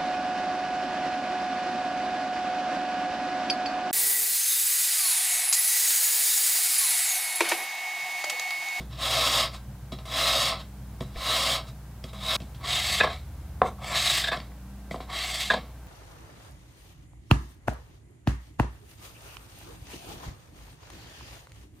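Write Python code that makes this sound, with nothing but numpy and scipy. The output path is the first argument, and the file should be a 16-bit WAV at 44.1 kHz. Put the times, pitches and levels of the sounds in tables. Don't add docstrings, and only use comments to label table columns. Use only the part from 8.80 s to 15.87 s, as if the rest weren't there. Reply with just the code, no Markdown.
import sys
import numpy as np
from scipy import signal
from scipy.fft import rfft, irfft, next_fast_len
from scipy.io import wavfile
from scipy.ndimage import uniform_filter1d, map_coordinates

SR = 44100
rng = np.random.default_rng(int(sys.argv[2]) if len(sys.argv) > 2 else 0)


def rack_gain(trim_db):
    fader = np.asarray(trim_db, float)
    return 10 ** (fader / 20)


def master_out(mix):
    frames = np.transpose(np.atleast_2d(mix))
    ceiling = np.clip(frames, -1, 1)
    pcm = np.round(ceiling * 32767).astype(np.int16)
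    wavfile.write(sys.argv[1], SR, pcm)


N = 311787
CUT_S = 3.565


def unit(x):
    return x / np.sqrt(np.mean(x ** 2) + 1e-20)


def along(points, hz):
    f, v = np.transpose(points)
    return np.interp(np.log(hz + 1), np.log(f + 1), v)


def curves(rows):
    s, first, *rest = np.transpose(rows)
    t = np.arange(N) / SR
    return np.array([np.interp(t, s, first, -200, -200)] + [np.interp(t, s, c) for c in rest])


def wobble(rate_hz):
    knots = rng.standard_normal(int(N * rate_hz / SR) + 4)
    return map_coordinates(knots, [np.arange(N) * rate_hz / SR])


def filtered(x, response):
    m = next_fast_len(x.shape[-1] + SR // 4)
    return irfft(rfft(x, m) * response(np.fft.rfftfreq(m, 1 / SR)), m)[..., :x.shape[-1]]


def body(modes):
    def response(f):
        return sum((-1) ** k * rack_gain(db) * 1j * f * w / (c * c - f * f + 1j * f * w)
                   for k, (c, w, db) in enumerate(modes))
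    return response


def coloured(spectrum, x):
    return unit(filtered(x, lambda hz: rack_gain(along(spectrum, hz))))


def shifting(x, depth_db):
    z = signal.stft(x, nperseg=512)[2]
    field = uniform_filter1d(rng.standard_normal(z.shape), size=4, axis=0)
    field = uniform_filter1d(field, size=20, axis=1)
    return signal.istft(z * rack_gain(depth_db * unit(field)), nperseg=512)[1][:N]


# f/Hz, width/Hz, level/dB
PLATE_COARSE = [(274, 21, -6.5), (349, 30, -14.5), (564, 97, -1.5), (656, 50, 3), (749, 60, -0.5),
                (1051, 54, 4), (1161, 95, 1), (1310, 51, 2)]
PLATE_FINE = [(359, 88, -13.5), (536, 143, -8.5), (651, 73, -1), (743, 33.4, 5), (854, 270, -9),
              (1111, 76, 2.5), (1362, 88, -8.5)]
GUIDE = [(1744, 190, -4.5), (1915, 158, -1.5), (2156, 240, 0), (2336, 172, -2.5)]
BLADE_COARSE = [(2570, 133, -9), (2840, 94, -7), (3150, 85, -4), (3365, 155, -3.5), (3700, 220, -11),
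                (4473, 133, -4), (4640, 470, -9), (5525, 240, -10.5)]
BLADE_FINE = [(2604, 180, -6), (2860, 79, -3.5), (3196, 144, -2.5), (3565, 134, -1.5), (3710, 94, -16.5),
              (4540, 227, -4), (4780, 280, -6.5), (5610, 360, -11)]
# f/Hz, width/Hz, level/dB
TIP_COARSE = [(5950, 250, -21), (7010, 54, 34.5), (7830, 250, 13.5), (8880, 310, 29)]
TIP_FINE = [(6750, 300, -35), (7360, 160, 19.5), (8070, 105, 18.5), (9680, 97, 13.5)]
# f/Hz, width/Hz, level/dB
SONG = [(3905, 134, 0)]
# f/Hz, level/dB per Hz
FIZZ_COARSE = [(4800, -56), (5600, 1), (6400, -4.5), (8400, -3), (11000, -8.5), (13900, -11.5),
               (15800, -16.5)]
FIZZ_FINE = [(5000, -23), (5800, 3.5), (8200, -5.5), (8700, -6.5), (11000, -6.5), (15700, -15)]
UNEVEN_DB = 0.55


def rasp(touches, plate, blade, tip, fizz, spiky_db, chatter_db, tip_db, guide_db):
    height_db = spiky_db * rng.exponential(size=N) + chatter_db * wobble(90)
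    grit = unit(rng.standard_normal(N) * rack_gain(height_db))
    moving = shifting(grit, depth_db=1.5)
    shank = filtered(moving, body(blade[:5]))
    bevel = filtered(moving, body(blade[5:]))
    shank, bevel = unit(np.array([shank, -bevel])) / np.sqrt(2)
    guide, song, edge = (unit(filtered(moving, body(modes))) for modes in (GUIDE, SONG, tip))
    glass = unit(filtered(grit, body(plate)))
    dust = coloured(fizz, moving)
    hand = rack_gain(UNEVEN_DB * wobble(14))
    out = np.zeros(N)
    for at, blade_db, plate_db, fizz_db, song_db in touches:
        bite_db = np.clip(-.45 * (song_db + 8), -4, 4)
        steel = rack_gain(-2.5) * shank[at] + rack_gain(bite_db - 2.0) * bevel[at] + rack_gain(song_db + 1.06) * song[at]
        rollers = rack_gain(0.37 * np.minimum(plate_db, 8) + guide_db) * guide[at]
        holder = rack_gain(plate_db) * glass[at] + rollers
        top = rack_gain(fizz_db - 1.0) * (dust[at] + rack_gain(tip_db + bite_db) * edge[at])
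        out[at] += rack_gain(blade_db) * (steel + holder + top)
    return out * hand


# t gathering speed/s, t lift/s, early rasp/dB, late rasp/dB, speeding-up time/s
PULLS_COARSE = [
    (0.17, 0.635, -29.5, -24.5, 0.028),
    (1.272, 1.705, -24.5, -26.5, 0.048),
    (2.345, 2.755, -24, -27, 0.074),
    (3.375, 3.7, -24.5, -25.5, 0.079),
]
PULLS_FINE = [
    (3.81, 4.2, -27, -29, .04),
    (4.985, 5.13, -39, -36.5, 0.036),
    (5.105, 5.445, -24, -27, 0.024),
    (6.285, 6.62, -28, -35.5, 0.038),
]
START_DB, KNEE_S = 34.5, 0.016
FIZZ_THINS, FIZZ_LIFTS = 0.09, 0.4
SONG_FADES_AT = .55
SONG_GROWS = 0.62


def pulls(rows, fall_db_per_s, plate_db, plate_grows, plate_holds, plate_fades_db,
          fizz_db, fizz_gains_db, song_db, loss_db):
    for start, lift, early_db, late_db, rise_s in rows:
        at = slice(round((start - .1) * SR), min(round((lift + .25) * SR), N))
        t = np.arange(N)[at] / SR
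        along_pull = np.clip((t - start) / (lift - start), 0, 1)
        held_db = early_db + (late_db - early_db) * along_pull
        slow_db = START_DB * np.exp((start - t) / rise_s)
        lifted_db = fall_db_per_s * KNEE_S * np.logaddexp(0, (t - lift) / KNEE_S)
        light_db = np.minimum(slow_db + lifted_db, 30)
        damped = 1 / (1 + np.exp((SONG_FADES_AT - along_pull) / .05))
        blade_now_db = held_db - slow_db - lifted_db
        plate_now_db = plate_db + plate_grows * light_db
        plate_now_db = plate_now_db - plate_holds * (early_db + 26.5) - plate_fades_db * along_pull
        fizz_now_db = fizz_db + fizz_gains_db * along_pull
        fizz_now_db = fizz_now_db - FIZZ_THINS * slow_db - FIZZ_LIFTS * lifted_db
        song_now_db = song_db + SONG_GROWS * (early_db + 27) - loss_db * damped
        yield at, blade_now_db, plate_now_db, fizz_now_db, song_now_db


# t/s, rasp/dB, fade/dB per s, plate re blade/dB, fizz re blade/dB
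LANDINGS = [(0.003, -51, 298, -1, -8), (1.121, -42.5, 393.5, -1.5, -10), (1.187, -52, 390, 3, -11),
            (1.255, -48.5, 200, 1, -5), (2.206, -47.5, 300, 2, -6), (2.368, -55, 104, 3, -7),
            (3.241, -54, 400, 6, 1), (3.332, -53.5, 200, 6, -2), (3.602, -51, 250, -4, -6),
            (3.747, -54, 330, -21, -11), (4.818, -55, 300, 16, -24), (5.518, -35, 197, 3.5, -13.5),
            (6.11, -46, 300, -3, -5.5), (6.145, -56, 400, 8, -7), (6.205, -48.5, 300, 3, -10)]
SCUFFS = [(0.13, -50.5, 100, -3, -12), (0.748, -42.5, 410, -1.5, -8), (1.728, -44, 353, 8, -30),
          (1.807, -45, 440, -2, -11), (2.27, -65, 300, 4, -14), (2.324, -70, 400, 5, -18),
          (2.79, -50, 400, 8, -20), (2.89, -48, 800, -1, -8), (3.295, -50, 800, -8, -15),
          (3.364, -54, 405, -1, -13), (4.168, -41, 400, -24, -4), (4.204, -44, 500, -27, -21),
          (4.236, -32, 270, 4.5, -18), (4.33, -45.5, 203, -2.5, -10), (4.871, -48, 372, 16, -4),
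          (5.485, -29, 885, -10, -11.5), (6.615, -33, 300, -14, -6), (6.66, -34, 200, -21, -8),
          (6.722, -39.5, 298, -4, -22), (6.762, -53.5, 145, 9.5, -25)]
LANDING_RISE_DB_PER_S, SCUFF_RISE_DB_PER_S, SCUFF_SONG_DB = 8000, 512, -6


def scuffs(rows, rise_db_per_s):
    for s, db, fade, plate_db, fizz_db in rows:
        at = slice(max(round((s - .06) * SR), 0), min(round((s + .3) * SR), N))
        t = np.arange(N)[at] / SR - s
        blade_db = db + np.minimum(rise_db_per_s * t, -abs(fade) * t)
        yield at, blade_db, plate_db, fizz_db, SCUFF_SONG_DB


# t/s, plate peak/dB, thump re plate/dB, guide re plate/dB, blade re plate/dB
KNOCKS = [(0.002, -40.5, 6.5, -13, -17), (0.132, -54, -3, -12, 3), (1.122, -34.5, 7.5, -18, -13),
          (1.187, -45, -6, -6, 5), (1.255, -46, -14, -5, 5), (2.207, -27.5, 3.5, -10, -4.5),
          (2.358, -37, -15, 1.5, -11), (3.24, -36.5, 4.5, -5, 4.5), (3.332, -39.5, -14, -7, -7),
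          (3.602, -40.5, 5, -11, -1), (3.619, -44.5, 13.5, -14, 4), (3.746, -56, 15, -8, 8),
          (5.572, -34.5, 0, -5, 3), (5.601, -44.5, 8, 8, 11), (5.718, -55, -9, 8, -9),
          (6.11, -28.5, -1, -0.5, -10), (6.159, -31, -22, -21, -8)]
SLAMS = [
    (4.817, -1.5, -23.5, -17, -31),
    (4.863, -29, -10, -10, -29),
    (6.143, -21, -9, -27, -33),
    (6.203, -26.5, -10, -25, -28),
]
# t/s, plate peak/dB, guide re plate/dB, blade re plate/dB, contact/ms
DROPS = [(4.202, -22.5, 6.5, 7.5, 4.5), (4.21, -16, 9, -13, 1.8), (4.236, -20.5, -3, -9, 3),
         (4.245, -18.5, -17, -9, 3.1), (4.267, -28, 2, -5, 6.4), (4.299, -30.5, -3, -3, 5.5),
         (5.441, -34, 10.5, 14.5, 4.4), (5.475, -39, 14, 12, 2.5), (5.485, -29, 8, 9, 3.1),
         (5.518, -21.5, -3, -8, 2.7), (5.527, -28, 8, -6, 4), (6.7028, -19, 8.5, 1, 4.8),
         (6.735, -19.5, -3.5, -13, 4.3), (6.741, -18, -15, -3.5, 1.55), (6.771, -34, -14, -12, 4)]
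# f/Hz, width/Hz, level/dB
STRUCK_PLATE = [(490, 40, -1.5), (633, 79, 5.5), (687, 114, 5), (1037, 160, -3), (1340, 59, -18)]
SLAMMED_PLATE = [(487, 93, -5), (747, 44, 4), (1030, 103, 5.5), (1210, 210, 4)]
STRUCK_GUIDE = [(1686, 83, 14.5), (2000, 120, -15), (2490, 170, 3.5)]
STRUCK_BLADE = [(3175, 45, 6), (3630, 160, 8.5), (4110, 340, 2), (4320, 780, -9), (5260, 440, -14),
                (7460, 1900, -13.5)]
BENCH = [(141, 86, -8), (211, 78, -6), (262, 33, -3), (373, 15, -2)]
DROP_THUMP_DB, KNOCK_MS, SLAM_MS = -14, 0.74, 0.21


def contacts(events, plate, guide, blade, slips, lead_s):
    out, t = np.zeros(N + SR), np.arange(SR // 5) / SR
    s, db, thump_db, guide_db, blade_db, ms = np.transpose(events)[..., None]
    u = t / (np.maximum(ms, .05) / 1000)
    force = u * np.exp(1 - u) * (1 + slips * rng.standard_normal(u.shape))
    for modes, rel_db in ((plate, 0), (BENCH, thump_db), (guide, guide_db), (blade, blade_db)):
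        def soft(f):
            return body(modes)(f) / (1 + 1j * f / (1.4 * modes[-1][0])) ** 4
        rings = filtered(force, soft)
        rings = rack_gain(db + rel_db) * rings / np.abs(rings).max(axis=1, keepdims=True)
        for at, ring in zip(s[:, 0], rings):
            out[max(round((at - lead_s) * SR), 0):][:len(t)] += ring
    return out[:N]


# f/Hz, t60/s
SHOP = [(200, 0.36), (1000, 0.12), (4000, 0.15), (12000, 0.067)]


def shop(x):
    hz, t, z = signal.stft(rng.standard_normal(SR // 3), SR, nperseg=256)
    tail = signal.istft(z * rack_gain(-60 * t / along(SHOP, hz)[:, None]), SR, nperseg=256)[1]
    delayed = np.pad(x, (260, 0))
    return x + rack_gain(-10) * signal.fftconvolve(delayed, tail / np.linalg.norm(tail))[:N]


# f/Hz, level/dB rms
HUM = [(60, -43), (120, -52.5), (150, -61), (300, -67.5), (420, -78.5), (780, -78)]
# t/s, level/dB
BEAT = [(0.0, -48), (0.29, -71), (0.69, -56), (0.92, -50.5), (1.0, -72), (1.16, -52.5), (1.32, -62),
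        (1.89, -51), (3.23, -58.5), (3.4, -46), (3.78, -64.5), (4.2, -49.5), (4.51, -73), (4.82, -50),
        (5.7, -56.5), (5.95, -48.5), (6.61, -62.5), (6.8, -40)]
# f/Hz, width/Hz, level/dB rms
WHINE = (1572, 30, -73)
# t/s, drone/dB, rumble/dB
ENGINE = [
    (3.57, -46.5, -47),
    (4, -46.5, -42),
    (4.3, -42, -47.5),
    (4.8, -42, -50.5),
    (5.15, -50, -45.5),
    (5.5, -64, -55),
]
# f/Hz, level/dB per Hz
ENGINE_RUMBLE = [(70, -38), (95, 14), (140, 17), (170, 1), (230, -28.5)]
# t/s, level/dB
THUDS = [
    (2.36, -29),
    (2.94, -50),
]
# f/Hz, level/dB per Hz
AIR = [(15, -38), (45, -3), (100, -7), (190, -5), (400, -17), (800, -16), (2100, -28), (15700, -57)]


def background():
    t = np.arange(N) / SR
    jump = 2.87 * (t > CUT_S)
    hum = np.zeros(N)
    for hz, db in HUM:
        level_db = db + min(0.096 + hz / 70, 3) * wobble(2.9)
        hum += np.sqrt(2) * rack_gain(level_db) * np.sin(2 * np.pi * hz * t + jump)
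    motor = np.sqrt(2) * rack_gain(curves(BEAT)[0]) * np.sin(2 * np.pi * 197.5 * t + 0.57 * wobble(7.6))
    fan = rack_gain(WHINE[2]) * unit(filtered(rng.standard_normal(N), lambda f: body([WHINE])(f) ** 2))
    drone_db, rumble_db = curves(ENGINE)
    drone = np.sqrt(2) * rack_gain(1.5 * wobble(5.16)) * np.sin(2 * np.pi * 77.3 * t + 0.53 * wobble(3.25))
    rumble = coloured(ENGINE_RUMBLE, rng.standard_normal(N))
    rumble = rack_gain(rumble_db - drone_db + 1.6 * wobble(3.57)) * rumble
    engine = rack_gain(drone_db) * (drone + rumble)
    thuds = sum(rack_gain(db - 60 * abs(t - s) / 0.14) * np.sin(2 * np.pi * 45 * (t - s)) * (t > s)
                for s, db in THUDS)
    air = rack_gain(-51 + 0.69 * wobble(4.7)) * coloured(AIR, rng.standard_normal(N))
    return hum + motor + fan + engine + thuds + air


def scene():
    knocks = [(*row, KNOCK_MS) for row in KNOCKS]
    slams = [(*row, SLAM_MS) for row in SLAMS]
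    drops = [(s, db, DROP_THUMP_DB, *rest) for s, db, *rest in DROPS]
    hits = contacts(knocks, STRUCK_PLATE, GUIDE, BLADE_COARSE, slips=0.5, lead_s=0.00085)
    hits += contacts(slams, SLAMMED_PLATE, GUIDE, STRUCK_BLADE, slips=0.17, lead_s=0.00036)
    hits += contacts(drops, STRUCK_PLATE, STRUCK_GUIDE, STRUCK_BLADE, slips=12, lead_s=.003)
    brief = [*scuffs(LANDINGS, LANDING_RISE_DB_PER_S), *scuffs(SCUFFS, SCUFF_RISE_DB_PER_S)]
    coarse = [*pulls(PULLS_COARSE, fall_db_per_s=377, plate_db=-4.0, plate_grows=0.078, plate_holds=0.21,
                     plate_fades_db=1.5, fizz_db=-7.0, fizz_gains_db=-0.5, song_db=-4.5, loss_db=6.5), *brief]
    fine = [*pulls(PULLS_FINE, fall_db_per_s=600, plate_db=-9.5, plate_grows=0.63, plate_holds=.8,
                   plate_fades_db=3.5, fizz_db=-9, fizz_gains_db=1.5, song_db=-6, loss_db=3), *brief]
    first = hits + rasp(coarse, PLATE_COARSE, BLADE_COARSE, TIP_COARSE, FIZZ_COARSE,
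                        spiky_db=1.5, chatter_db=0.87, tip_db=-4.5, guide_db=-6.5)
    second = hits + rasp(fine, PLATE_FINE, BLADE_FINE, TIP_FINE, FIZZ_FINE,
                         spiky_db=2.0, chatter_db=1.6, tip_db=-2.0, guide_db=-3.0)
    later = np.arange(N) / SR > CUT_S
    mono = shop(first * ~later) * ~later + shop(second * later) + background()
    return np.array([mono, mono])


def top_cut(x):
    return signal.sosfilt(signal.butter(12, 15810, fs=SR, output="sos"), x)


def record(dry):
    hiss_spectrum = [(60, -12), (300, -5), (2000, -0.5), (15000, -2)]  # f/Hz, level/dB per Hz
    hiss = rack_gain(-58.5) * coloured(hiss_spectrum, rng.standard_normal((2, N)))
    rounded = dry / (1 + abs(dry / .72) ** 4) ** (1 / 4)
    mix = filtered(rounded + hiss, lambda hz: hz < 15800)
    return top_cut(mix)


dry = scene()
out = record(dry)
master_out(out)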